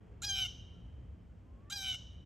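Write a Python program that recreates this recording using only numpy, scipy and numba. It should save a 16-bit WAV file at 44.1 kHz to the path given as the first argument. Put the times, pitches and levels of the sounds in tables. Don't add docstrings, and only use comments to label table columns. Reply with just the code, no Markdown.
import sys
import numpy as np
from scipy import signal
from scipy.fft import rfft, irfft
from scipy.io import wavfile
from scipy.ndimage import uniform_filter1d
from numba import njit

SR = 44100
rng = np.random.default_rng(int(sys.argv[2]) if len(sys.argv) > 2 else 0)


def file_out(sig):
    cols = np.atleast_2d(sig).T
    lim = np.clip(cols, -1, 1)
    pcm = np.round(lim * 32767).astype(np.int16)
    wavfile.write(sys.argv[1], SR, pcm)


def volts_from_decibels(level):
    exponent = np.asarray(level, float) / 20
    return 10 ** exponent


N = 99225


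def level(x, db):
    return x * volts_from_decibels(db) / np.sqrt(np.mean(x ** 2))


def curve(rows, t, column=1):
    rows = np.array(rows, float)
    return np.interp(t, rows[:, 0], rows[:, column])


def colour(rows):
    rows = np.array(rows, float)
    bins_hz = np.fft.rfftfreq(N, 1 / SR)
    return np.interp(np.log(bins_hz + 1), np.log(rows[:, 0] + 1), rows[:, 1])


@njit
def svf(x, hz, width_hz):
    y, band, low = np.empty(len(x)), 0., 0.
    for i in range(len(x)):
        g, k = np.tan(np.pi * hz[i] / SR), width_hz / hz[i]
        v = (band + g * (x[i] - low)) / (1 + g * (g + k))
        band, low, y[i] = 2 * v - band, low + 2 * g * v, k * v
    return y


def resonate(x, hz, width_hz):
    return svf(x, hz + np.zeros(len(x)), 1. * width_hz)


def ring(x, hz, width_hz):
    return resonate(resonate(x, hz, width_hz), hz, width_hz)


def walk(rate_hz, size=N):
    hold = int(SR / rate_hz)
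    x = np.repeat(rng.standard_normal(size // hold + 1), hold)
    x = uniform_filter1d(uniform_filter1d(x, hold), hold)[:size]
    return x / x.std()


def flatten(x):
    return x / np.sqrt(uniform_filter1d(x ** 2, int(.02 * SR)) + 1e-9)


def background():
    # (frequency [Hz], level [dB per Hz])
    road = [(82, -40), (140, -6), (247, -3), (318, -8), (372, -11), (485, -12), (712, -18.5), (1000, -22.5),
            (3300, -32.5), (4290, -69.5), (7260, -120)]
    # (frequency [Hz], level [dB per Hz])
    rumble = [(12, -55), (20, -23), (27, -34), (47, -3), (65, 1.5), (118, -4.5), (146, -19), (176, -8),
              (200, -21.5), (260, -34.5), (440, -120)]
    # (frequency [Hz], level [dB per Hz])
    leaves = [(1940, -24.5), (3300, -7.5), (3520, -1.5), (3680, -0.5), (6220, -2.5), (7560, -3.5),
              (10600, -16.5), (11900, -12), (15500, -24)]
    # (frequency [Hz], side minus mid [dB])
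    spread = [(60, -20.5), (110, -19.5), (200, -5.5), (380, -9), (700, -1), (1290, -3), (2380, -16.5),
              (4400, -12.5), (8120, -16.5), (15000, 7.5)]
    # (time [s], level [dB])
    traffic = [
        (0.0, -60.5),
        (0.61, -60.5),
        (0.86, -59),
        (1.21, -63),
        (1.38, -61.5),
        (1.82, -62),
        (2.25, -63),
    ]
    side_gain = volts_from_decibels(colour(spread))
    swell_db = curve(traffic, np.arange(N) / SR)
    swell_db = swell_db - swell_db.mean()
    out = 0
    # spectrum, rms dB, share of the swell followed, flicker dB
    layers = ((road, -62.5, .8, .6), (rumble, -51.5, .6, 1.5), (leaves, -88.5, .1, .3))
    for shape, db, follow, flicker_db in layers:
        gain = volts_from_decibels(colour(shape))
        mid = irfft(rfft(rng.standard_normal(N)) * gain, N)
        side = irfft(rfft(rng.standard_normal(N)) * gain * side_gain, N)
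        stereo = level(np.array([mid + side, mid - side]), db)
        out = out + stereo * volts_from_decibels(follow * swell_db + flicker_db * walk(4))
    return out


def engine_drone():
    # (time [s], level [dB])
    fade = [
        (0, -80),
        (.1, -72),
        (.25, -71.5),
        (.4, -95.5),
        (2.25, -120),
    ]
    drone = level(ring(rng.standard_normal(N), 420, 61), 0)
    return drone * volts_from_decibels(curve(fade, np.arange(N) / SR))


def twigs():
    # (time [s], level [dB], centre frequency [Hz])
    ticks = [
        (2.13, -69, 2200),
    ]
    t, out = np.arange(N) / SR, 0
    for at_s, db, hz in ticks:
        burst = rng.standard_normal(N) * (t > at_s) * np.exp(-np.clip(t - at_s, 0, None) / 0.0061)
        out = out + volts_from_decibels(db) * resonate(burst, hz, 0.75 * hz) * 2
    return out


def tone(rows):
    t = np.arange(N) / SR
    inside = (t > rows[0][0]) & (t < rows[-1][0])
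    hz = curve(rows, t) * (1 + 0.012 * walk(90))
    wave = np.sin(2 * np.pi * np.cumsum(hz) / SR)
    return inside * wave * np.sqrt(2) * volts_from_decibels(curve(rows, t, column=2) + 2.5 * walk(43.8))


def far_bird():
    # (time [s], pitch [Hz], level [dB])
    peep = [
        (.73, 1355, -100),
        (.76, 1355, -78),
        (.80, 1350, -87),
        (.85, 1345, -100),
    ]
    return tone(peep)


def wood(x):
    # (frequency [Hz], t60 [s], level [dB])
    scatter = [(734, 1, -36.5), (1507, 0.36, -27.5), (3032, 0.77, -25), (3900, 0.5, -26), (4700, 0.4, -28),
               (5800, 0.39, -14), (8150, 0.079, -16), (11850, 0.33, -26.5)]
    long_t60_s, long_db, onset_s, side = 1.66, -14.5, 0.005, 0.14
    t, out = np.arange(N) / SR, []
    for _ in range(2):
        echo = 0
        for hz, t60_s, db in scatter:
            tail_t60_s = long_t60_s * t60_s / scatter[2][1]
            fade = volts_from_decibels(-60 * t / t60_s) + volts_from_decibels(long_db - 60 * t / tail_t60_s)
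            band = ring(rng.standard_normal(N), hz, .5 * hz) * fade * (1 - np.exp(-t / onset_s))
            echo = echo + volts_from_decibels(db) * band / np.sqrt(np.sum(band ** 2))
        out.append(signal.fftconvolve(x, echo)[:N])
    return np.array([out[0] + side * out[1], out[0] - side * out[1]])


def phone_ports(x):
    # (frequency [Hz], side minus mid [dB])
    ports = [(300, -12), (750, -8), (1500, -18), (3100, -9), (5000, -14), (8000, -8), (10000, 0),
             (13000, -9)]
    side = irfft(rfft(x) * -1j * volts_from_decibels(colour(ports)), N)
    return np.array([x + side, x - side])


def phone_body(stereo):
    # (frequency [Hz], width [Hz])
    notches = [(10600, 960), (14000, 3700)]
    for hz, width_hz in notches:
        for _ in range(2):
            stereo = np.array([c - resonate(c, hz, width_hz) for c in stereo])
    return stereo


def intake_whistle():
    # (time [s], pitch [Hz], level [dB])
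    whistle = [
        (1.40, 950, -100),
        (1.47, 1035, -79),
        (1.572, 1075, -82),
        (1.59, 1095, -69),
        (1.625, 1120, -71),
        (1.64, 1130, -80),
        (1.66, 1150, -73),
        (1.70, 1200, -72),
        (1.712, 1210, -100),
    ]
    # (time [s], pitch [Hz], level [dB])
    overtone = [
        (1.62, 1760, -95),
        (1.655, 1790, -81),
        (1.70, 1830, -79),
    ]
    return tone(whistle) + tone(overtone)


def membranes(since_s, phase, beat, jitter, half, flutter, combined):
    # (harmonic [-], flutter beats added [-], level [dB])
    combination = [(2, -1, -3), (3, 1, 4), (4, 1, -6), (7, 2, 0), (8, -2, 0)]
    size, orders = len(phase), np.arange(1, 23)[:, None]
    patchy_db = np.array([walk(45, size) for _ in orders]) * 3 * np.clip(orders / 6, 0, 1)
    odd = 1 - (orders % 2) * np.exp(-(since_s / 0.0076) ** 2)
    pulses = (np.cos(orders * phase) * volts_from_decibels(patchy_db) * odd).sum(axis=0)
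    pulses = pulses * (1 + half * np.cos(phase / 2))
    pulses = pulses * (2.5 + .45 * flutter * np.sin(beat + .9))
    pulses = pulses + combined * sum(volts_from_decibels(db) * np.cos(k * phase + m * beat) for k, m, db in combination)
    return pulses * volts_from_decibels(2.5 * (3.5 + 13 * jitter) * walk(500, size) * 0.12)


def throat_rasp(since_s, pulses, air, beat, jitter, onset_s, rasp_db):
    split = pulses * sum(np.cos(m * beat + m * m) for m in range(2, 4)) + (.15 + 30 * jitter) * air
    rasp = ring(split, 3600, 2000) + ring(split, 5800, 1800) + .6 * ring(split, 2350, 600)
    rough = volts_from_decibels(rasp_db) * np.clip((since_s - onset_s) / .03, .12, 1)
    crack = volts_from_decibels(-12) * np.exp(-(since_s / .03) ** 4)
    return flatten(rasp) * (rough + crack)


def postures(x, t, rows):
    times_s, out = [r[0] for r in rows], 0
    for blend, (_, throat_hz, throat_db, beak_hz, beak_db) in zip(np.eye(len(rows)), rows):
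        throat = volts_from_decibels(throat_db) * ring(x, throat_hz, 400)
        beak = volts_from_decibels(beak_db) * ring(x, beak_hz, 800)
        out = out + np.interp(t, times_s, blend) * (throat + beak)
    return out


def windpipe(x):
    # (frequency [Hz], width [Hz], level [dB])
    pipe = [(3200, 600, -12), (3900, 600, -14), (4750, 600, -19), (5800, 900, -19), (7800, 2000, -27),
            (9500, 1200, -33), (11500, 1100, -27), (12600, 1100, -28)]
    return sum((-1) ** k * volts_from_decibels(db) * ring(x, hz, width) for k, (hz, width, db) in enumerate(pipe))


def valleys(x):
    # (frequency [Hz], width [Hz], share removed [-])
    dark = [(1900, 330, .9), (4400, 400, .4), (2680, 200, .5)]
    for hz, width_hz, removed in dark:
        x = x - removed * resonate(x, hz, width_hz)
    return x


def squawk(pitch, effort, mouth, manner, voice_break, sheen):
    # (time from call start [s], jitter [-], half-pitch [-], flutter [-])
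    state = [
        (0, .06, .3, 0),
        (.014, .02, .3, 0),
        (.032, .018, .4, 0),
        (.045, .002, .02, 0),
        (.115, .002, .01, .05),
        (.135, .003, .02, .9),
        (.175, .003, .02, 1),
        (.205, .003, .02, .5),
        (.26, .02, .1, .6),
    ]
    start_s, end_s = effort[0][0], effort[-1][0]
    first = int(start_s * SR)
    t = np.arange(first, int(end_s * SR)) / SR
    since_s, size = t - start_s, len(t)
    share, rasp_onset_s, rasp_db, early, breath_db = manner
    jitter, half, late = (curve(state, since_s, column=c) for c in range(1, 4))
    flutter = np.maximum(late, early * np.clip((since_s - .04) / .03, 0, 1))
    flutter = flutter * share * volts_from_decibels(1.5 * walk(40, size))

    smooth_hz = curve(pitch, t)
    beat = 2 * np.pi * np.cumsum(132 * (1 + .02 * walk(40, size))) / SR
    hz = smooth_hz * (1 + jitter * walk(900, size) + .034 * flutter * np.sin(beat))
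    phase = 2 * np.pi * np.cumsum(hz) / SR
    pulses = membranes(since_s, phase, beat, jitter, half, flutter, share * late)
    air = rng.standard_normal(size) * (1 + np.cos(phase)) * 3
    rasp = throat_rasp(since_s, pulses, air, beat, jitter, rasp_onset_s, rasp_db)
    breath = volts_from_decibels(-25 + breath_db) * (1 + 70 * jitter + 1.5 * flutter) * air
    x = pulses + breath - .7 * ring(breath, 1000, 1800)

    y = postures(x, t, mouth) + windpipe(x)
    y = y + volts_from_decibels(-23.5) * (1 - half) * ring(x, smooth_hz, 250)
    y = y - volts_from_decibels(-15 - 2.5 * late) * ring(x, 2 * smooth_hz - 60, 416)
    y = y - volts_from_decibels(-21 + 8.5 * since_s / 0.29) * ring(x, 3 * smooth_hz + 50, 450)
    glint = np.clip(np.minimum(t - sheen[0], sheen[1] - t) / .01, 0, 1)
    y = y + volts_from_decibels(-33 + sheen[2]) * glint * ring(x, 15300, 900)
    y = valleys(flatten(y) + rasp)

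    break_s, dip_db, recovery_s = voice_break
    after_s = t - break_s
    dip = dip_db * np.clip(after_s / .002, 0, 1) * np.exp(-(after_s / recovery_s) ** 2)
    edge = np.clip(np.minimum(since_s, end_s - t) / .006, 0, 1)
    out = np.zeros(N)
    out[first:first + size] = y * volts_from_decibels(curve(effort, t) + dip) * edge
    return out


def hawk_calls():
    # (time [s], pitch [Hz])
    pitch = [
        [(0.219, 650), (0.229, 759), (0.233, 822), (0.243, 802), (0.271, 828), (0.291, 799), (0.438, 753),
         (0.452, 715), (0.474, 724)],
        [(1.699, 573), (1.709, 739), (1.715, 798), (1.721, 786), (1.747, 824.6), (1.779, 786.8), (1.926, 748),
         (1.94, 722), (1.962, 727)],
    ]
    # (time [s], level [dB])
    effort = [
        [(0.218, -37), (0.228, -44), (0.252, -35.5), (0.262, -42.5), (0.305, -34.5), (0.35, -37.5), (0.43, -34),
         (0.466, -40.5), (0.476, -50)],
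        [(1.698, -41.5), (1.714, -47), (1.73, -37), (1.752, -48.5), (1.762, -40.5), (1.8, -45), (1.898, -36),
         (1.95, -40), (1.964, -57)],
    ]
    # (time [s], throat [Hz], throat level [dB], beak [Hz], beak level [dB])
    mouth = [
        [(.22, 3665, -15, 7320, -2.5), (.24, 3890, 4.5, 6760, -9), (.26, 3750, -15, 4950, -1.5),
         (.283, 4020, -1, 5030, 2.5), (.292, 3308, -2, 6150, -4.5), (.34, 3130, 1.5, 6320, -30),
         (.36, 3003, 0, 5400, -9), (.435, 2944, 3, 5800, -7), (.455, 2840, -1.5, 3585, -11)],
        [(1.70, 3570, -28, 7180, -10), (1.73, 3770, 2.5, 6400, -14.5), (1.745, 4000, -7, 4650, -13),
         (1.765, 3770, -6, 4700, -3.5), (1.782, 3620, -32, 7050, -28), (1.825, 3600, -2.5, 6180, -11),
         (1.84, 2900, -8, 5900, -40), (1.91, 2964, 6.5, 5850, -16), (1.95, 2940, 4.5, 3640, -15)],
    ]
    # (flutter share [-], rasp onset [s], rasp level [dB], early flutter [-], breath level [dB])
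    manner = [
        (1.0, .115, -19, .08, -1),
        (.9, .06, -14, .45, 1),
    ]
    # (time [s], dip [dB], recovery [s])
    breaks = [
        (0.442, -5, 0.0078),
        (1.933, -11, 0.0067),
    ]
    # (start [s], end [s], level [dB])
    sheen = [
        (.22, .385, 2),
        (1.775, 1.83, 0),
    ]
    return sum(squawk(*call) for call in zip(pitch, effort, mouth, manner, breaks, sheen))


def scene():
    hawk = hawk_calls() + intake_whistle()
    near = phone_ports(hawk) + wood(hawk) + far_bird() + twigs()
    mix = phone_body(near) + background() + engine_drone()
    t = np.arange(N) / SR
    return mix * np.clip(np.minimum(t, t[::-1]) / .012, .15, 1)


def roll_off(x):
    return signal.sosfilt(signal.butter(12, 15930, fs=SR, output="sos"), x)


def record(dry):
    return roll_off(dry)


dry = scene()
out = record(dry)
file_out(out)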